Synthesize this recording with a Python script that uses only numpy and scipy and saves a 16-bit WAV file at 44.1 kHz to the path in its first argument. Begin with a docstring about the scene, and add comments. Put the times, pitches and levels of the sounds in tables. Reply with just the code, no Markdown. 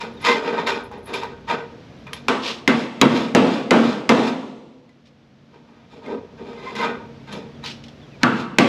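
"""A chisel scrapes and taps in a spot-welded seam of a steel car body, over a low hum in an open garage.
A far bird chirps; then a hammer drives the chisel in two runs of blows, with more rubbing between them.
Rubbing and rattling are stick-slip noise through flange resonances; taps are contact noise with short rings.
A blow adds a crack, clear rings and dense shell modes that decay at a speed set by their frequency.
A slow and a fast gain control duck under loud sound; the slow one creeps back over seconds."""
import sys
import numpy as np
from scipy import signal
from scipy.fft import rfft, irfft, next_fast_len
from scipy.io import wavfile
from scipy.ndimage import map_coordinates

SR = 44100
rng = np.random.default_rng(int(sys.argv[2]) if len(sys.argv) > 2 else 0)


def unload_audio(sound):
    """Save the sound as a 16-bit wav file, at the path given as the first command line argument."""
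    columns = np.transpose(np.atleast_2d(sound))
    # keep every value between -1 and 1, then stretch to whole-number steps
    steps = np.round(np.clip(columns, -1, 1) * 32767)
    wavfile.write(sys.argv[1], SR, steps.astype(np.int16))


N = 382788  # length in samples

# All levels in the tables are those ahead of the gain control.
# Spectrum of the outdoor air noise. Each row: frequency in Hz, relative level in dB per Hz.
AIR_SPECTRUM = [(15, -53.5), (25, -46), (127, -2), (231, 0.5), (331, -6), (569, -9), (930, -16.5),
                (3560, -23), (5820, -30.5), (9030, -50.5), (12000, -49.5), (15600, -98.5), (22000, -120)]
# Low hums. Each row: frequency in Hz, half-width in Hz, level in dB.
HUMS = [(231, 4.1, -48.5), (291, 9.2, -56.5)]
# Swelling background. Each row: time in seconds, rumble level in dB, drone level in dB.
OUTSIDE_LEVELS = [(0, -51.5, -60), (1.002, -43.5, -55.5), (2, -51, -49.5), (4.5, -53, -49.5),
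                  (5.5, -53.5, -50), (6.2, -47, -57.5), (6.8, -49.5, -46), (7.1, -48, -44.5),
                  (7.6, -48.5, -45), (8.1, -55, -49), (8.68, -46, -33)]
# Bird whistles. Each row: start in seconds, end in seconds, first pitch in Hz, last pitch in Hz, level in dB.
CHIRPS = [(0.165, 0.194, 3870, 3500, -46), (7.527, 7.586, 3600, 3160, -55.5),
          (8.008, 8.062, 3720, 3120, -51), (8.104, 8.177, 2854, 2140, -51)]

# Soft booms of the shell when leaned on. Each row: centre in seconds, level in dB, pitch in Hz,
# time scale of the swell in seconds.
NUDGES = [(0.295, -40, 201, 0.044), (1.528, -36, 200, .05), (6.127, -24.5, 257, 0.06),
          (6.87, -29.5, 218, 0.12), (7.367, -30.5, 200, 0.046)]
# Squeals of the binding blade. Each row: centre in seconds, level in dB, time scale of the swell in seconds.
SQUEAKS = [(6.607, -51.5, .04), (6.674, -38.5, .01), (6.692, -42, .015), (6.766, -38, .012),
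           (6.812, -32, .015), (0.31, -23.5, 0.041)]
# Partials of the squeal. Each row: frequency in Hz, level in dB.
SQUEAL_PARTIALS = [(1037, 8.5), (2065, 9.5)]
# Bright rasps of the blade over rust. Each row: start in seconds, level in dB, rise time scale in seconds,
# t60 in seconds.
RASPS = [(2.41, -7, .07, 0.291), (5.05, -36, 0.0107, 0.12), (7.637, -20.5, 0.0232, 0.28),
         (7.836, -37.5, 0.0026, 0.062), (7.86, -40, 0.0038, 0.037), (7.881, -40.5, 0.00174, 0.083)]
# Spectrum of the rasped rust. Each row: frequency in Hz, relative level in dB per Hz.
RUST_SPECTRUM = [(900, -23.5), (2300, -5.5), (2900, -1.5), (4200, -4.5), (5500, -10), (8000, -26),
                 (12000, -37.5), (16000, -57)]

# Strokes of the chisel rubbing in the seam. Each row: start in seconds, rise in seconds, hold in seconds,
# sheet drone level in dB, flange ring in dB above the drone, grit in dB above the drone.
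STROKES = [(0.0, 0.0083, 0.0067, -33, -2, -6.5), (0.198, 0.024, 0.051, -35.5, -7.5, -6),
           (0.241, .025, 0.054, -17, 1.5, -2.5), (0.411, .05, 0.061, -21.5, -2.5, -15),
           (0.536, 0.051, 0.016, -26, 0, -11), (0.663, .008, 0.012, -26.5, 9, 6),
           (0.914, 0.0035, .02, -35.5, -4.5, -15), (1.051, .03, 0.035, -28.5, -9.5, -14.5),
           (1.129, 0.008, 0.013, -38, 5, 9), (1.21, .008, .02, -38.5, 6, -6.5),
           (1.471, 0.021, 0.016, -25.5, 3.5, -7), (2.061, .005, .02, -48.5, 6, -17),
           (2.136, 0.0046, .02, -57, -6.5, 11), (5.48, 0.051, .04, -43.5, -7, -15),
           (5.66, 0.027, .15, -57, 4, -5), (5.888, .03, 0.047, -35.5, -17, -14),
           (6.016, 0.038, 0.067, -24, -13.5, -21.5), (6.365, 0.0096, .1, -34, -15.5, -21),
           (6.451, 0.21, .05, -34.5, -4.5, -8), (6.75, .012, 0.027, -33, 2, 1.5),
           (6.801, 0.026, 0.022, -27.5, 5.5, -9), (7.267, 0.0076, .03, -40.5, -3.5, -10),
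           (7.306, 0.017, .01, -33.5, -8, -3.5), (7.626, 0.0091, .02, -50, 8, 3),
           (8.202, 0.025, .01, -44, 7, -4)]
RISE_DB = 15.5  # a stroke climbs this far during its rise
# drone, ring and grit in seconds: the deeper the layer, the later it starts and the longer its t60
LAG_S, RELEASE_S = [0.026, 0.0036, 0.0011], [0.8, 0.5, 0.36]
QUICK_S, RING_ON_DB = 0.25, -5  # t60 of the fast part of a stroke's end; share that rings on
# Rattles as the chisel jumps back after a blow. Each row: centre in seconds, level in dB,
# time scale of the swell in seconds.
REBOUNDS = [(2.488, -29, 0.036), (2.797, -27.5, 0.059), (3.173, -15.5, 0.1016), (3.547, -19.5, 0.069),
            (3.876, -20.5, 0.1), (4.25, -18, 0.068), (8.391, -27.5, 0.045)]
# Small taps of the chisel edge. Each row: start in seconds, level in dB, ring in dB above it,
# second ring pitch in Hz, glint in dB above the level.
TAPS = [(0.015, -27, -18, 2100, -36), (0.248, -14.5, -9, 2506, -45), (0.268, -23, 10, 1930, -44),
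        (0.669, -19, 5, 2090, -43.5), (0.914, -36.5, 9, 825, -40), (1.14, -24, 6.5, 2397, -16),
        (1.233, -24.5, 4.5, 958, -43.5), (1.5, -21.5, -9, 2375, -37), (2.068, -37.5, 2.5, 2450, -42),
        (2.132, -17, -13, 3174, -22.5), (4.892, -37, -5.5, 1990, -43.5), (6.062, -33, 1, 2116, -39),
        (6.752, -20.5, -4, 1970, -35), (6.812, -20, 1.2, 1514, -45), (7.276, -41, -0.5, 2110, -50),
        (7.326, -26, -14, 3156, -22), (7.639, -24.5, -3, 3880, -49)]
BLADE_HZ, BLADE_DB = 1016, -4.2  # a ring of the blade common to all taps, dB over the second ring
# Faint ticks heard only as a glint. Each row: start in seconds, level in dB.
TINKLES = [(.135, -68.5), (.214, -50), (.838, -49.5), (.98, -60), (1.03, -59), (1.043, -56.5),
           (1.058, -40.5), (1.985, -75)]
# Spectrum of the rubbed seam. Each row: frequency in Hz, relative level in dB per Hz.
EDGE_SPECTRUM = [(88, -62.5), (150, -10.5), (341, -4), (391, 3.5), (649, -2.5), (998, -2.5), (1340, -13.5),
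                 (2060, -14), (4580, -21), (6770, -33.5), (8900, -51.5), (11000, -34), (16000, -90)]
# Modes of the loose flange. Each row: frequency in Hz, width in Hz, level in dB.
FLANGE_MODES = [(236.5, 75, 12), (393, 22, 5.5), (455, 38, 8.5), (965, 10, 2.5), (1011, 4.6, 5.5),
                (1223, 16, 6.5), (1460, 9, 13.5), (1550, 23, 14.5), (2026, 68, 2.5), (2207, 31, 1.5),
                (2505, 89, 5.5), (3185, 51, 4), (3479, 160, 3.5), (3740, 29, 3.5)]
# Contact noise of steel on steel. Each row: frequency in Hz, relative level in dB.
CLICK_SPECTRUM = [(200, -31), (800, 2.5), (2500, 6.5), (7000, -5), (9000, -23), (11000, -17),
                  (16000, -58.5)]
GLINT_HZ = 10300  # highest modes of the tool steel

# Hammer blows. Each row: start in seconds, strength in dB, brightness in dB, chisel ring pitch in Hz,
# chisel ring level in dB, loudest panel pitch in Hz, lift of that panel in dB, thud of the frame in dB.
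BLOWS = [(2.2830, -21, 1, 2387, -7, 1160, 8, -12), (2.6768, -13, 2.5, 2070, -5, 2023, 2.5, 5.5),
         (3.0140, 1.5, -1.5, 3904, -9.5, 3300, 0.5, 7), (3.349, 2.5, -3, 2032, -16, 610, 2, -0.5),
         (3.708, 1, -3.5, 2000, -7.5, 1355, 5.5, -1.5), (4.0920, -0.03, -2.6, 2093, -8, 1170, 3.5, -2.5),
         (8.2323, -16, 3.5, 1390, -14, 1425, 12, 15), (8.5849, -2, 1, 2720, -48.5, 1150, -4, 6.5)]
# Spectrum of the struck body shell. Each row: frequency in Hz, relative level in dB per Hz.
BODY_SPECTRUM = [(35, -70.5), (60, -39.5), (262, -1), (308, -16), (469, -4), (636, -9.5), (1140, -13),
                 (1820, -15.5), (3340, -20.5), (8920, -45), (10800, -52.5), (13300, -66.5), (16000, -116)]
# Modes of the shell. Each row: frequency in Hz, width in Hz, level in dB over the dense ringing.
SHELL_MODES = [(194.8, 130, 4.5), (138, 12, 5), (232, 7.3, 11), (259.7, 6.7, 7.5), (343.8, 29, 6.5),
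               (401.7, 5.6, 5), (463.1, 12, 6.5), (515.3, 29, 3), (694, 31, 4.5), (821, 25, 3.5),
               (876.5, 91, 3), (957, 55, 2.5), (1090, 26, 1.5), (1145.5, 15, 9), (1290, 13, 6),
               (2065, 40, 4), (2680, 99, 3.5)]
# Decay of the dense ringing. Each row: frequency in Hz, t60 in seconds.
FADE = [(100, 1.1), (250, 1.043), (600, 0.976), (1500, 0.79), (4000, 0.982), (10000, 0.97)]
# The boom takes time to spread through the shell. Each row: frequency in Hz, rise time constant in seconds.
SWELL = [(150, 0.0075), (500, 0.0061), (2000, 0.0032)]
SHELL_DB, CONTACT_DB = 19.5, 13  # over the strength of the blow
FLANGE_DB = -37.5  # the loose flange is excited to the same level by every blow
CRACK_DB, CRACK_GROWS = 11.5, 0.96  # sharp crack at strength 0, dB per dB of strength
GLINT_DB, GLINT_GROWS = -40.5, 0.96  # fizz of the tool steel, likewise
SIZZLE_GROWS = -0.2  # a blow that thuds in the frame sizzles less: dB per dB of thud
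PANEL_RING_DB, PANEL_RING_S = -9, .35  # clear ring of the loudest panel: over strength and brightness, t60
# two main low shell modes ring clearly and beat: dB over the strength, t60, limits in Hz
BOOM_DB, BOOM_S, BOOM_HZ = -15, 1.07, (210, 300)

# Microphone port resonance: centre in Hz, width scale in Hz, depth in dB.
PORT_NOTCH = (9100, 260, -16)
TOP_HZ = 16300  # upper band limit


def amp(db):
    """Decibels to amplitude ratio."""
    return 10 ** (np.asarray(db) / 20)


def unit(x):
    """Normalization to an rms of 1."""
    return x / np.sqrt(np.mean(x ** 2) + 1e-20)


def along(points, hz):
    """Interpolation of (Hz, value) points on a logarithmic frequency axis."""
    f, v = np.transpose(points)
    return np.interp(np.log(hz + 1), np.log(f + 1), v)


def wobble(rate):
    """Slow random modulation: a smooth curve through random knots, rate knots a second."""
    knots = rng.standard_normal(int(N * rate / SR) + 4)
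    return map_coordinates(knots, [np.arange(N) * rate / SR])


def filtered(x, response):
    """Linear filtering: the spectrum of x times a complex response of frequency."""
    m = next_fast_len(len(x) + 8192)
    return irfft(rfft(x, m) * response(np.fft.rfftfreq(m, 1 / SR)), m)[:len(x)]


def narrow(hz, width_hz):
    """Narrow-band noise: a fuzzy tone of rms 1."""
    return unit(filtered(rng.standard_normal(N), lambda f: 1 / (1 + ((f - hz) / width_hz) ** 2)))


def modes(table):
    """Modal superposition: causal resonances standing on a flat response."""
    return lambda f: 1 + sum((amp(db) - 1) * 1j * f * w / (c * c - f * f + 1j * f * w)
                             for c, w, db in table)


def bands(hz, low_hz, high_hz):
    """Band splitting: low, middle and high shares of each frequency."""
    low = 1 / (1 + (hz / low_hz) ** 4)
    high = 1 / (1 + (high_hz / (hz + 1)) ** 4)
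    return low, 1 - low - high, high


def add(track, s, x):
    """Superposition: mix x into track at time s in seconds."""
    part = track[round(s * SR):][:len(x)]
    part += x[:len(part)]


def swells(events, t):
    """Gradual excitation: the sum of Gaussian swells (centre s, dB, time scale s)."""
    return sum(amp(db) * np.exp(-((t - s) / length) ** 2) for s, db, length in events)


def rough_tone(hz, t, rough):
    """Phase diffusion: a sine whose phase wanders by a random step (radians) each sample."""
    return np.sin(2 * np.pi * hz * t + np.cumsum(rng.normal(0, rough, len(t))))


def garage():
    """Ambient noise: outdoor air through the open door, a swelling rumble and drone, and fuzzy low hums."""
    s, rumble_db, drone_db = np.transpose(OUTSIDE_LEVELS)
    t = np.arange(N) / SR
    noise = unit(filtered(rng.standard_normal(N), lambda hz: amp(along(AIR_SPECTRUM, hz))))
    air = amp(-43.5 + wobble(1.2)) * noise
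    rumble = amp(np.interp(t, s, rumble_db)) * narrow(96, 45)
    drone_phase = 2 * np.pi * np.cumsum(140 + 3 * wobble(5)) / SR
    drone = amp(np.interp(t, s, drone_db)) * np.sqrt(2) * np.sin(drone_phase)
    hums = sum(amp(db) * narrow(hz, w) for hz, w, db in HUMS)
    return air + rumble + drone + hums


def bird():
    """Frequency modulation: short falling whistles from outside, their pitch jittered as if blurred by distance."""
    out = np.zeros(N)
    for start, end, from_hz, to_hz, db in CHIRPS:
        u = np.linspace(0, 1, round((end - start) * SR))
        pitch = from_hz + (to_hz - from_hz) * u + rng.normal(0, 330, len(u))
        whistle = np.sin(2 * np.pi * np.cumsum(pitch) / SR)
        add(out, start, amp(db) * np.sin(np.pi * u) * whistle)
    return out


def walls(x, t60):
    """Diffuse reverberation: convolution with exponentially decaying noise of unit energy."""
    t = np.arange(SR // 2) / SR
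    tail = rng.standard_normal(len(t)) * amp(-60 * t / t60) * (1 - np.exp(-t / 0.0028))
    return signal.fftconvolve(x, tail / np.linalg.norm(tail))[:N]


def nudges():
    """Slow excitation of low shell modes: soft booms with no attack."""
    t = np.arange(N) / SR
    return sum(swells([(s, db, length)], t) * narrow(hz, 18) for s, db, hz, length in NUDGES)


def squeaks():
    """Frictional squeal: rough partials that swell while the blade binds."""
    bind = swells(SQUEAKS, np.arange(N) / SR)
    return bind * sum(amp(db) * narrow(hz, 35) for hz, db in SQUEAL_PARTIALS)


def friction():
    """Stick-slip force: gritty noise in uneven bursts."""
    return rng.standard_normal(N) * amp(1.3 * wobble(60) + 1.7 * wobble(500))


def sheet(count, width_hz, peak_db):
    """Modal density of thin steel: a random comb of close modes whose peaks widen with pitch."""
    hz = np.sort(rng.uniform(500, 9046, count))
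    grid = np.arange(400, 9400, 4.)
    widths = width_hz * (hz / 1000) ** 0.32
    bumps = np.exp(-((grid[:, None] - hz) / widths) ** 2) @ rng.uniform(0.13, 1, count)
    # tanh limits overlapping peaks; the offset lets the comb cut as well as lift
    return lambda f: amp(peak_db * (np.interp(f, grid, np.tanh(bumps)) - 0.3373) * (f > 500))


def rasps():
    """Friction on rust: dense bright grit that swells quickly and dies away."""
    envelope = np.zeros(N)
    t = np.arange(SR // 3) / SR
    for s, db, rise, t60 in RASPS:
        add(envelope, s, amp(db - 60 * t / t60) * (1 - np.exp(-(t / rise) ** 2)))
    comb = sheet(count=120, width_hz=20, peak_db=3)
    return envelope * unit(filtered(friction(), lambda hz: amp(along(RUST_SPECTRUM, hz)) * comb(hz)))


def click(t60, rings, ring_t60, rough=.055):
    """Impact of steel on steel: a burst of contact noise and short rough rings (Hz, dB)."""
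    t = np.arange(SR // 3) / SR
    burst = unit(filtered(rng.standard_normal(len(t)), lambda hz: amp(along(CLICK_SPECTRUM, hz))))
    out = .5 * burst * amp(-60 * t / t60)
    for hz, db in rings:
        out += amp(db - 60 * t / ring_t60) * rough_tone(hz, t, rough)
    return (1 - np.exp(-t / .00025)) * out


def glint(t60):
    """High-frequency modal decay: a short fizz of the tool steel's highest modes."""
    t = np.arange(SR // 3) / SR
    fizz = filtered(rng.standard_normal(len(t)), lambda hz: np.exp(-((hz - GLINT_HZ) / 1500) ** 2))
    return unit(fizz) * amp(-60 * t / t60)


def stroke(t, rise, hold, t60):
    """Two-stage decay: the gain of a stroke rises, holds, falls quickly and rings on longer."""
    after = np.maximum(t - rise - hold, 0)
    share = min(amp(RING_ON_DB), 1)
    fall = share * amp(-60 * after / t60) + (1 - share) * amp(-60 * after / QUICK_S)
    return (t >= 0) * amp(-RISE_DB * np.clip(1 - t / rise, 0, 1)) * fall


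def chisel():
    """Forced resonance: rubbing and rattling drive the flange modes, which ring on briefly; taps click on top."""
    t = np.arange(N) / SR
    force, comb = friction(), sheet(count=120, width_hz=30.8, peak_db=12.0)
    pressure = np.zeros((3, N))  # drone, ring and grit
    for s, rise, hold, db, ring_db, grit_db in STROKES:
        for layer, above_db, lag, t60 in zip(pressure, (0, ring_db, grit_db), LAG_S, RELEASE_S):
            add(layer, s, amp(db + above_db) * stroke(t[:SR] - lag, rise, hold, t60))
    pressure += amp([[-6], [-3], [-4]]) * swells(REBOUNDS, t)

    hz = np.fft.rfftfreq(4 * 8192, 1 / SR)
    out = np.zeros(N)
    for k in range(3):
        def seam(f):
            """Response of the seam in one band: drone, ring or grit."""
            return amp(along(EDGE_SPECTRUM, f)) * modes(FLANGE_MODES)(f) * comb(f) * bands(f, 880, 2210)[k]
        out += filtered(force * pressure[k], seam) / np.sqrt(np.mean(np.abs(seam(hz)) ** 2))

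    for s, db, ring_db, ring_hz, glint_db in TAPS:
        rings = [(BLADE_HZ, ring_db + BLADE_DB), (ring_hz, ring_db)]
        add(out, s, amp(db + glint_db) * glint(0.069))
        add(out, s, amp(db) * click(0.03, rings, 0.084))
    for s, db in TINKLES:
        add(out, s, amp(db) * glint(0.098))
    return out


def flange_ring(t60):
    """Free vibration: all modes of the loose flange, struck at new strengths."""
    t = np.arange(SR // 2) / SR
    return sum(amp(db + rng.normal(0, 3) - 60 * t / t60) * rough_tone(hz, t, .02)
               for hz, _, db in FLANGE_MODES)


def boom():
    """Beating: the main low shell modes as clear tones, at new strengths and phases."""
    t = np.arange(SR) / SR
    tones = sum(amp(db + rng.normal(0, 2.2)) * np.sin(2 * np.pi * (hz * t + rng.random()))
                for hz, _, db in SHELL_MODES if BOOM_HZ[0] < hz < BOOM_HZ[1])
    return tones * amp(-60 * t / BOOM_S) * (1 - np.exp(-t / 0.011))


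def shell_ringing(bright_db, panel_hz, panel_db, thud_db):
    """Frequency-dependent damping: dense ringing of the shell as noise whose bands each die at their own speed."""
    hz, t, noise = signal.stft(rng.standard_normal(SR + SR // 2), SR, nperseg=512, noverlap=448)
    shares = np.array(bands(hz, 870, 3100))
    tilt = amp([0, bright_db, bright_db + SIZZLE_GROWS * thud_db]) @ shares
    panel_lift_db = panel_db / (1 + ((hz - panel_hz) / 250) ** 2)
    thud_lift_db = thud_db * bands(hz, 200, 1e5)[0]
    colour = amp(along(BODY_SPECTRUM, hz)) * tilt * amp(panel_lift_db + thud_lift_db)

    fade = amp(-60 * t / along(FADE, hz)[:, None])
    fade *= 1 - np.exp(-(t + 0.00096) / along(SWELL, hz)[:, None])
    fade *= 1 + amp(1.5 - 60 * t / 0.43)  # the struck spot clangs hardest at first
    ringing = signal.istft(noise * colour[:, None] * fade, SR, nperseg=512, noverlap=448)[1]
    # every blow wakes another set of the close modes
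    ringing = filtered(ringing, sheet(count=80, width_hz=14.4, peak_db=7.0))
    return ringing * np.minimum(np.arange(len(ringing)) / 30, 1)


def hammer():
    """Impulsive excitation: each blow cracks, rings the chisel and sets the whole shell vibrating."""
    shell, cracks = np.zeros(N), np.zeros(N)
    for s, db, bright_db, ring_hz, ring_db, panel_hz, panel_db, thud_db in BLOWS:
        ringing = shell_ringing(bright_db, panel_hz, panel_db, thud_db)
        contact = click(0.024, [(ring_hz, ring_db)], 0.058)
        panel_ring = click(.001, [(panel_hz, 0)], PANEL_RING_S, rough=.025)
        add(shell, s + 0.00093, amp(db + SHELL_DB) * ringing)
        add(cracks, s, amp(db + bright_db + CONTACT_DB) * contact)
        add(cracks, s, amp(CRACK_DB + CRACK_GROWS * db) * click(0.0048, [], 1))
        add(cracks, s, amp(db + bright_db + PANEL_RING_DB) * panel_ring)
        add(cracks, s, amp(db + BOOM_DB) * boom())
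        add(cracks, s + 0.0025, amp(FLANGE_DB) * flange_ring(.3))
        add(cracks, s, amp(GLINT_DB + GLINT_GROWS * db) * glint(0.39))
    # the shell's modes, without the deepest bass
    return filtered(shell, lambda hz: modes(SHELL_MODES)(hz) * (1 - bands(hz, 60, 1e5)[0])) + cracks


def scene():
    """Superposition of all sources; the quieter tool sounds also excite the garage's reverberation."""
    tool = chisel() + rasps() + nudges() + squeaks()
    reverb = amp(-9.5) * walls(tool, 0.16)
    return (garage() + bird() + tool + reverb + hammer())[None]


def ducking(x, window, limit_db, share, release_db):
    """Compression: cut in dB, a share of the level above the limit, let go at release_db per second."""
    keep = np.exp(-1 / (window * SR))
    level = 10 * np.log10(signal.lfilter([1 - keep], [1, -keep], x ** 2) + 1e-12)
    slope = release_db * np.arange(N) / SR
    # a running maximum on a rising slope gives instant onset and linear release
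    return np.maximum.accumulate(share * np.maximum(level - limit_db, 0) + slope) - slope


def record(dry):
    """Transduction: port notch, bass cut, slow and fast gain control, soft clipping at full scale, band limit."""
    hz, width, db = PORT_NOTCH

    def microphone(f):
        """Response of the microphone: the port notch and the bass cut."""
        notch = amp(db * np.exp(-((f - hz) / width) ** 2))
        return notch / (1 + (32 / (f + 1)) ** 4)

    x = filtered(dry[0], microphone)
    x = x * amp(-ducking(x, 0.028, -21.5, 0.52, release_db=3.5))
    x = x * amp(-ducking(x, 0.0021, -10, 0.58, release_db=47.5))
    x = x / (1 + np.abs(x) ** 6) ** (1 / 6)
    return filtered(x, lambda f: f < TOP_HZ)[None]


dry = scene()
out = record(dry)
unload_audio(out)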